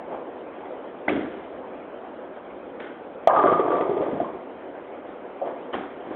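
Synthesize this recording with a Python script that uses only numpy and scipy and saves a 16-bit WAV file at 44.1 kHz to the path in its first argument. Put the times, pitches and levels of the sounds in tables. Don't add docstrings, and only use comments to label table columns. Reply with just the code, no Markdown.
import sys
import numpy as np
from scipy import signal
from scipy.fft import rfft, irfft, next_fast_len
from scipy.io import wavfile
from scipy.ndimage import uniform_filter1d

SR = 44100
rng = np.random.default_rng(int(sys.argv[2]) if len(sys.argv) > 2 else 0)


def store_wav(level_fs):
    pcm = np.round(np.clip(np.atleast_2d(level_fs), -1, 1) * 32767)
    wavfile.write(sys.argv[1], SR, pcm.T.astype(np.int16))


def boost_factor(decibels):
    exponent = np.asarray(decibels, float) / 20
    return 10 ** exponent


N = 271288

# freq_hz, density_db
RUMBLE_SPECTRUM = [(15, -69), (25, -43), (54, -21), (131, -21.5), (267, -3), (306, -3), (391, -0.5),
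                   (426, -5), (473, 0), (682, -4), (731, -5), (1600, -22), (2080, -42), (3520, -120)]
# freq_hz, density_db
HISS_SPECTRUM = [(590, -28), (1000, -6), (1220, -4), (1490, -4), (2450, -9), (2700, -13.5), (3230, -12.5),
                 (5000, -14.5), (8000, -120)]
# time_s, level_db
HALL_ACTIVITY = [
    (0, 0),
    (.5, 1),
    (1.0, 0.5),
    (1.7, .5),
    (2.5, 0),
    (3.2, -0.5),
    (4.6, 0),
    (5.3, 0),
    (6.15, 1),
]
# freq_hz, t60_s
HALL_DECAY = [(100, 0.17), (400, 0.86), (700, 0.12), (1200, 0.64), (3500, 0.27)]
# start_s, peak_db, belly_hz, t60_s
FAR_KNOCKS = [(0.108, -18.5, 780, 0.014), (0.144, -22, 478, 0.027), (0.279, -28, 500, 0.016),
              (0.706, -19, 575, 0.015), (0.731, -20, 504, .013), (1.589, -27.5, 562, 0.032),
              (1.75, -25, 550, 0.021), (2.3, -24.5, 612, 0.017), (3.153, -26, 500, 0.024),
              (4.998, -30.5, 676, 0.018), (5.414, -19, 700, 0.033), (5.419, -13.5, 560, 0.026),
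              (5.439, -18.5, 637, 0.012), (5.474, -29, 657, .02), (5.489, -22, 500, 0.0093),
              (6.069, -27, 300, .04), (6.108, -25, 327, 0.034)]
# start_s, level_db, rise_s, fade_db_per_s, rattle_db
FAR_FLURRIES = [
    (.04, -33.5, 0.085, 90.5, -22),
    (5.43, -33, .04, 70, -15),
    (6.0, -39, 0.13, 18, -11.5),
]
# start_s, peak_db, boom_hz, shell_hz, shell_db
BALL_LANDINGS = [(1.079, -15.5, 375, 1530, -8.5), (1.082, -6.5, 302, 2047, -12), (1.09, -21, 234, 2270, -7),
                 (1.101, -9, 270, 1610, -28), (1.164, -13.5, 266, 2200, -22.5),
                 (1.209, -17.5, 306, 2000, -23), (1.264, -24.5, 315, 1710, -24),
                 (1.581, -29.5, 230, 1620, -23.5), (2.047, -33, 353, 1510, -14),
                 (2.799, -41, 326, 2210, -5.5), (5.739, -18, 330, 1820, -15.5), (5.75, -15, 310, 1500, -24),
                 (5.783, -16.5, 326, 1470, -30), (5.809, -18, 330, 1660, -27.5),
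                 (5.835, -23, 320, 1370, -24)]
# start_s, peak_db, boom_hz, shell_hz, shell_db
BALL_SKIDS = [
    (1.093, -17.5, 504, 2590, -15),
    (1.116, -28, 598, 2580, -29),
    (1.134, -24.5, 410, 3330, -19),
    (2.809, -38, 575, 2670, -11),
    (5.727, -29, 401, 3080, -17),
    (5.733, -20, 511, 3000, -17),
    (5.741, -16, 452, 3145, -22),
]
# start_s, level_db, rise_s, fade_db_per_s, rattle_db
BALL_ROLL_OFFS = [
    (1.084, -22, .008, 67.5, -11),
    (2.797, -47, 0.0055, 90, 6),
    (5.726, -31, 0.014, 100, -5),
]
# freq_hz, width_hz, level_db
LANE_MODES = [(70, 29, -19), (186, 61, -8), (270, 90, 2), (370, 110, 3)]
# freq_hz, width_hz, level_db
DECK_MODES = [(79, 31, -24), (177, 34, -4), (280, 78, 2.5), (390, 91, 10)]
# freq_hz, width_hz, level_db
BELLY_MODES = [(507, 90, -4.5), (691, 92, 2), (871, 76, 0.5), (1006, 210, -3.5)]
# freq_hz, width_hz, level_db
NECK_MODES = [(1165, 23, -2), (1217.3, 18, -3), (1221, 150, -7.5)]
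# freq_hz, width_hz, level_db
RATTLE_MODES = [(1420, 390, -0.5), (2200, 600, -3.5), (2450, 130, -3), (3380, 600, -6), (4260, 780, -10)]
# time_s, level_db
TUMBLE_EFFORT = [
    (3.282, -8),
    (3.31, -19.5),
    (3.4, -23.5),
    (3.48, -22),
    (3.62, -26.5),
    (3.76, -24),
    (3.93, -30.5),
    (4.03, -30),
    (4.45, -41.5),
]
# level_db, drift_db_per_s, joins_after_s, clumped_share
TUMBLE_LAYERS = [
    (-7.5, 9, 0.085, 0.24),
    (-1, 1, 0.012, 0.34),
    (2, -20.5, .08, .2),
    (-18, 5, .09, .6),
]
# start_s, peak_db, belly_hz, t60_s
PLOUGH_HITS = [
    (3.272, 4.5, 667, 0.021),
    (3.28, -4, 718, 0.021),
    (3.297, -10, 1022, .037),
    (3.305, -22.5, 1606, .04),
    (3.311, -14.5, 620, .02),
    (3.334, -7, 676, 0.029),
]
# start_s, peak_db, belly_hz, t60_s, extra_neck_db
SCATTER_HITS = [(3.362, -9, 695, 0.02, 5), (3.374, -12, 790, 0.027, 10), (3.389, -7.5, 868, .018, -6.5),
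                (3.409, -16, 800, 0.029, 7), (3.425, -16, 1014, 0.032, 6), (3.439, -12, 390, 0.061, 3.5),
                (3.457, -8, 611, 0.048, -2), (3.482, -8.5, 470, 0.027, 8), (3.516, -8, 476, 0.017, 0),
                (3.524, -8, 420, .025, -10), (3.569, -13.5, 707, 0.01, 8), (3.594, -7.5, 417, .024, 0),
                (3.659, -15, 399, .03, -3.5), (3.682, -17, 390, .02, -4), (3.703, -11.5, 530, 0.022, 1.5),
                (3.725, -15.5, 525, 0.053, 5.5), (3.739, -16.5, 527, 0.027, 0),
                (3.764, -16.5, 600, 0.031, -5.5), (3.808, -9.5, 470, 0.022, -1.5)]
# start_s, peak_db, belly_hz, t60_s
SETTLE_THUDS = [(3.848, -19.5, 390, 0.044), (3.894, -7.5, 374, 0.021), (3.968, -10, 450, .02),
                (4.008, -7, 420, .014), (4.021, -13, 558, 0.039), (4.034, -15, 546, 0.017),
                (4.089, -17, 455, 0.018), (4.111, -17.5, 554, 0.032), (4.129, -17, 257, 0.03),
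                (4.167, -21, 263, 0.03), (4.2, -11, 677, 0.033), (4.244, -22.5, 1050, 0.029)]
# freq_hz, gain_db
CONVERTER_EDGE = [(3150, -0.5), (3500, -7.5), (4000, -19.5), (4300, -28.5), (4550, -46.5), (4800, -120)]


def unit(x):
    return x / np.sqrt(np.mean(x ** 2) + 1e-20)


def along(points, hz):
    f, v = np.transpose(points)
    return np.interp(np.log(hz + 1), np.log(f + 1), v)


def curve(points):
    s, value = np.transpose(points)
    return np.interp(np.arange(N) / SR, s, value)


def filtered(x, response):
    m = next_fast_len(N + SR // 2)
    return irfft(rfft(x, m) * response(np.fft.rfftfreq(m, 1 / SR)), m)[..., :N]


def body(modes):
    def response(f):
        total = 0
        for k, (centre, width, db) in enumerate(modes):
            damping = 1j * f * width
            total = total + (-1) ** k * boost_factor(db) * damping / (centre ** 2 - f ** 2 + damping)
        return total
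    return response


def taps(per_s, spread_db):
    hit = rng.random(N) < per_s / SR
    size, sign = rng.exponential(size=N), rng.standard_normal(N)
    return hit * sign * boost_factor(spread_db * size)


def struck(modes, per_s, spread_db, dull_hz):
    resonate = body(modes)
    blows = taps(per_s, spread_db)
    return unit(filtered(blows, lambda f: resonate(f) / (1 + 1j * f / dull_hz) ** 3))


def ring(hz, t60, t, rise=0.00085):
    swell = (1 - np.exp(-t / rise)) ** 2
    return np.sin(2 * np.pi * hz * t) * boost_factor(-60 * t / t60) * swell


def crack(t, t60):
    swell = (1 - np.exp(-t / 0.0038)) ** 2
    burst = rng.standard_normal(len(t)) * boost_factor(-60 * t / t60) * swell
    return signal.sosfilt(signal.butter(2, [1400, 4200], "band", fs=SR, output="sos"), burst)


def add(track, s, sound):
    at = round(s * SR)
    track[at:at + len(sound)] += sound[:len(track) - at]


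def echoed(sound, wet_db):
    hz, t, z = signal.stft(rng.standard_normal(SR // 2), SR, nperseg=256)
    decay = boost_factor(-60 * t / along(HALL_DECAY, hz)[:, None])
    tail = signal.istft(z * decay, SR, nperseg=256)[1]
    tail[:SR // 200] = 0
    out = boost_factor(wet_db) * signal.fftconvolve(sound, tail / np.linalg.norm(tail))
    add(out, 0, sound)
    return out


def rush(spectrum, patchy_db):
    z = signal.stft(rng.standard_normal(N + 512), nperseg=512)[2]
    patches = uniform_filter1d(rng.standard_normal(z.shape), size=4, axis=0)
    patches = uniform_filter1d(patches, size=8, axis=1)
    x = signal.istft(z * boost_factor(patchy_db * unit(patches)), nperseg=512)[1][:N]
    return unit(filtered(x, lambda hz: boost_factor(along(spectrum, hz))))


def hall():
    busy_db = curve(HALL_ACTIVITY)
    knocks = struck(DECK_MODES[2:] + BELLY_MODES, 150, 3.1, dull_hz=800)
    rumble = boost_factor(-38 + busy_db) * (rush(RUMBLE_SPECTRUM, patchy_db=1.5) + 0.11 * knocks)
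    hiss = boost_factor(-52 + 1.2 * busy_db) * rush(HISS_SPECTRUM, patchy_db=2.5)
    return rumble + hiss


def pins(contacts, neck_db, crack_db, crack_s, wet_db):
    out, t = np.zeros(N), np.arange(SR // 5) / SR
    for s, db, hz, t60, *free_db in contacts:
        belly = -ring(hz, t60, t)
        neck = 0
        for f, width, gain_db in NECK_MODES:
            uneven_db = gain_db + rng.normal(0, 1.6)
            neck = neck + boost_factor(uneven_db) * ring(f, 2.7 / width, t, rise=0.0042)
        knock = belly + boost_factor(neck_db + sum(free_db)) * neck + boost_factor(crack_db) * crack(t, crack_s)
        add(out, s + 0.001, echoed(boost_factor(db + 3) * knock, wet_db))
    return out


def far_lanes():
    return pins(FAR_KNOCKS, neck_db=-33, crack_db=-29, crack_s=0.03, wet_db=0)


def balls():
    out, t = np.zeros(N), np.arange(SR // 5) / SR
    for contacts, scrape_db, boom_t60 in ((BALL_LANDINGS, -17, 0.022), (BALL_SKIDS, -8, 0.035)):
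        for s, db, boom_hz, shell_hz, shell_db in contacts:
            boom = ring(boom_hz, boom_t60, t, rise=0.0016)
            boom += 1.04 * ring(2.315 * boom_hz, 0.018, t)
            clack = ring(shell_hz, 0.015, t, rise=0.0026)
            scrape = echoed(crack(t, 0.055), wet_db=-4.5)
            add(out, s, boost_factor(db) * echoed(boom, wet_db=-7.5))
            add(out, s, boost_factor(db + shell_db + 22) * clack)
            add(out, s, boost_factor(db + shell_db + 20 + scrape_db) * scrape)
    return out


def flurries(events, mix_db, layers):
    out, t = np.zeros(N), np.arange(N) / SR
    for s, db, rise, fade, rattle_db in events:
        swell = np.clip((t - s) / rise, 0, 1)
        shape = swell * boost_factor(db - fade * np.maximum(t - s - rise, 0))
        out += shape * sum(boost_factor(share) * layer for share, layer in zip((*mix_db, rattle_db), layers))
    return out


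def stirring(effort_db):
    kicks = np.zeros(N)
    for contacts, loss_db in ((PLOUGH_HITS + SCATTER_HITS, 0), (SETTLE_THUDS, -7.5)):
        for s, db, *_ in contacts:
            kicks[round(s * SR)] = boost_factor(db + loss_db - 15.5)
    clump_s = 0.032
    stir = signal.lfilter([1], [1, -np.exp(-1 / (clump_s * SR))], kicks)
    return np.minimum(stir / boost_factor(effort_db), 2)


def struck_pins_tumble(layers):
    t = np.arange(N) / SR
    since = t - TUMBLE_EFFORT[0][0]
    effort_db = curve(TUMBLE_EFFORT)
    stir = stirring(effort_db)
    out = np.zeros(N)
    for (db, drift, joins, share), layer in zip(TUMBLE_LAYERS, layers):
        entry = np.clip(since / joins, 0, 1) ** 2
        clumps = 1 + share * (stir - 1)
        out += entry * boost_factor(effort_db + db + drift * since) * clumps * layer
    return np.clip((TUMBLE_EFFORT[-1][0] - t) / 0.05, 0, 1) * out


def tumble():
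    deck = struck(DECK_MODES, 900, 2.1, dull_hz=600)
    belly = struck(BELLY_MODES, 2000, 1.4, dull_hz=1100)
    neck = struck(NECK_MODES, 400, 2.2, dull_hz=900)
    rattle = struck(RATTLE_MODES, 4000, 1.8, dull_hz=6000)
    lane = struck(LANE_MODES, 900, 2.1, dull_hz=600)
    far = flurries(FAR_FLURRIES, (-7, 0, -16), (deck, belly, neck, rattle))
    roll = flurries(BALL_ROLL_OFFS, (0, -14, -23.5), (lane, belly, neck, rattle))
    return struck_pins_tumble((deck, belly, neck, rattle)) + far + roll


def pin_crash():
    strike = pins(PLOUGH_HITS[:1], neck_db=-24.5, crack_db=-11.5, crack_s=0.029, wet_db=-9.5)
    plough = pins(PLOUGH_HITS[1:], neck_db=-18.5, crack_db=-34.5, crack_s=0.03, wet_db=-8)
    scatter = pins(SCATTER_HITS, neck_db=-12.5, crack_db=-23, crack_s=0.028, wet_db=-8)
    settle = pins(SETTLE_THUDS, neck_db=-29.5, crack_db=-24, crack_s=0.039, wet_db=-3)
    return strike + plough + scatter + settle


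def scene():
    return (hall() + far_lanes() + balls() + tumble() + pin_crash())[None]


def band_limit(x):
    return signal.sosfilt(signal.butter(12, 16500, fs=SR, output="sos"), x)


def record(dry):
    low_hz = 25
    narrow = filtered(dry, lambda hz: 1j * hz / (low_hz + 1j * hz) * boost_factor(along(CONVERTER_EDGE, hz)))
    flattened = np.clip(narrow, -0.71, 0.71)
    return band_limit(flattened)


dry = scene()
out = record(dry)
store_wav(out)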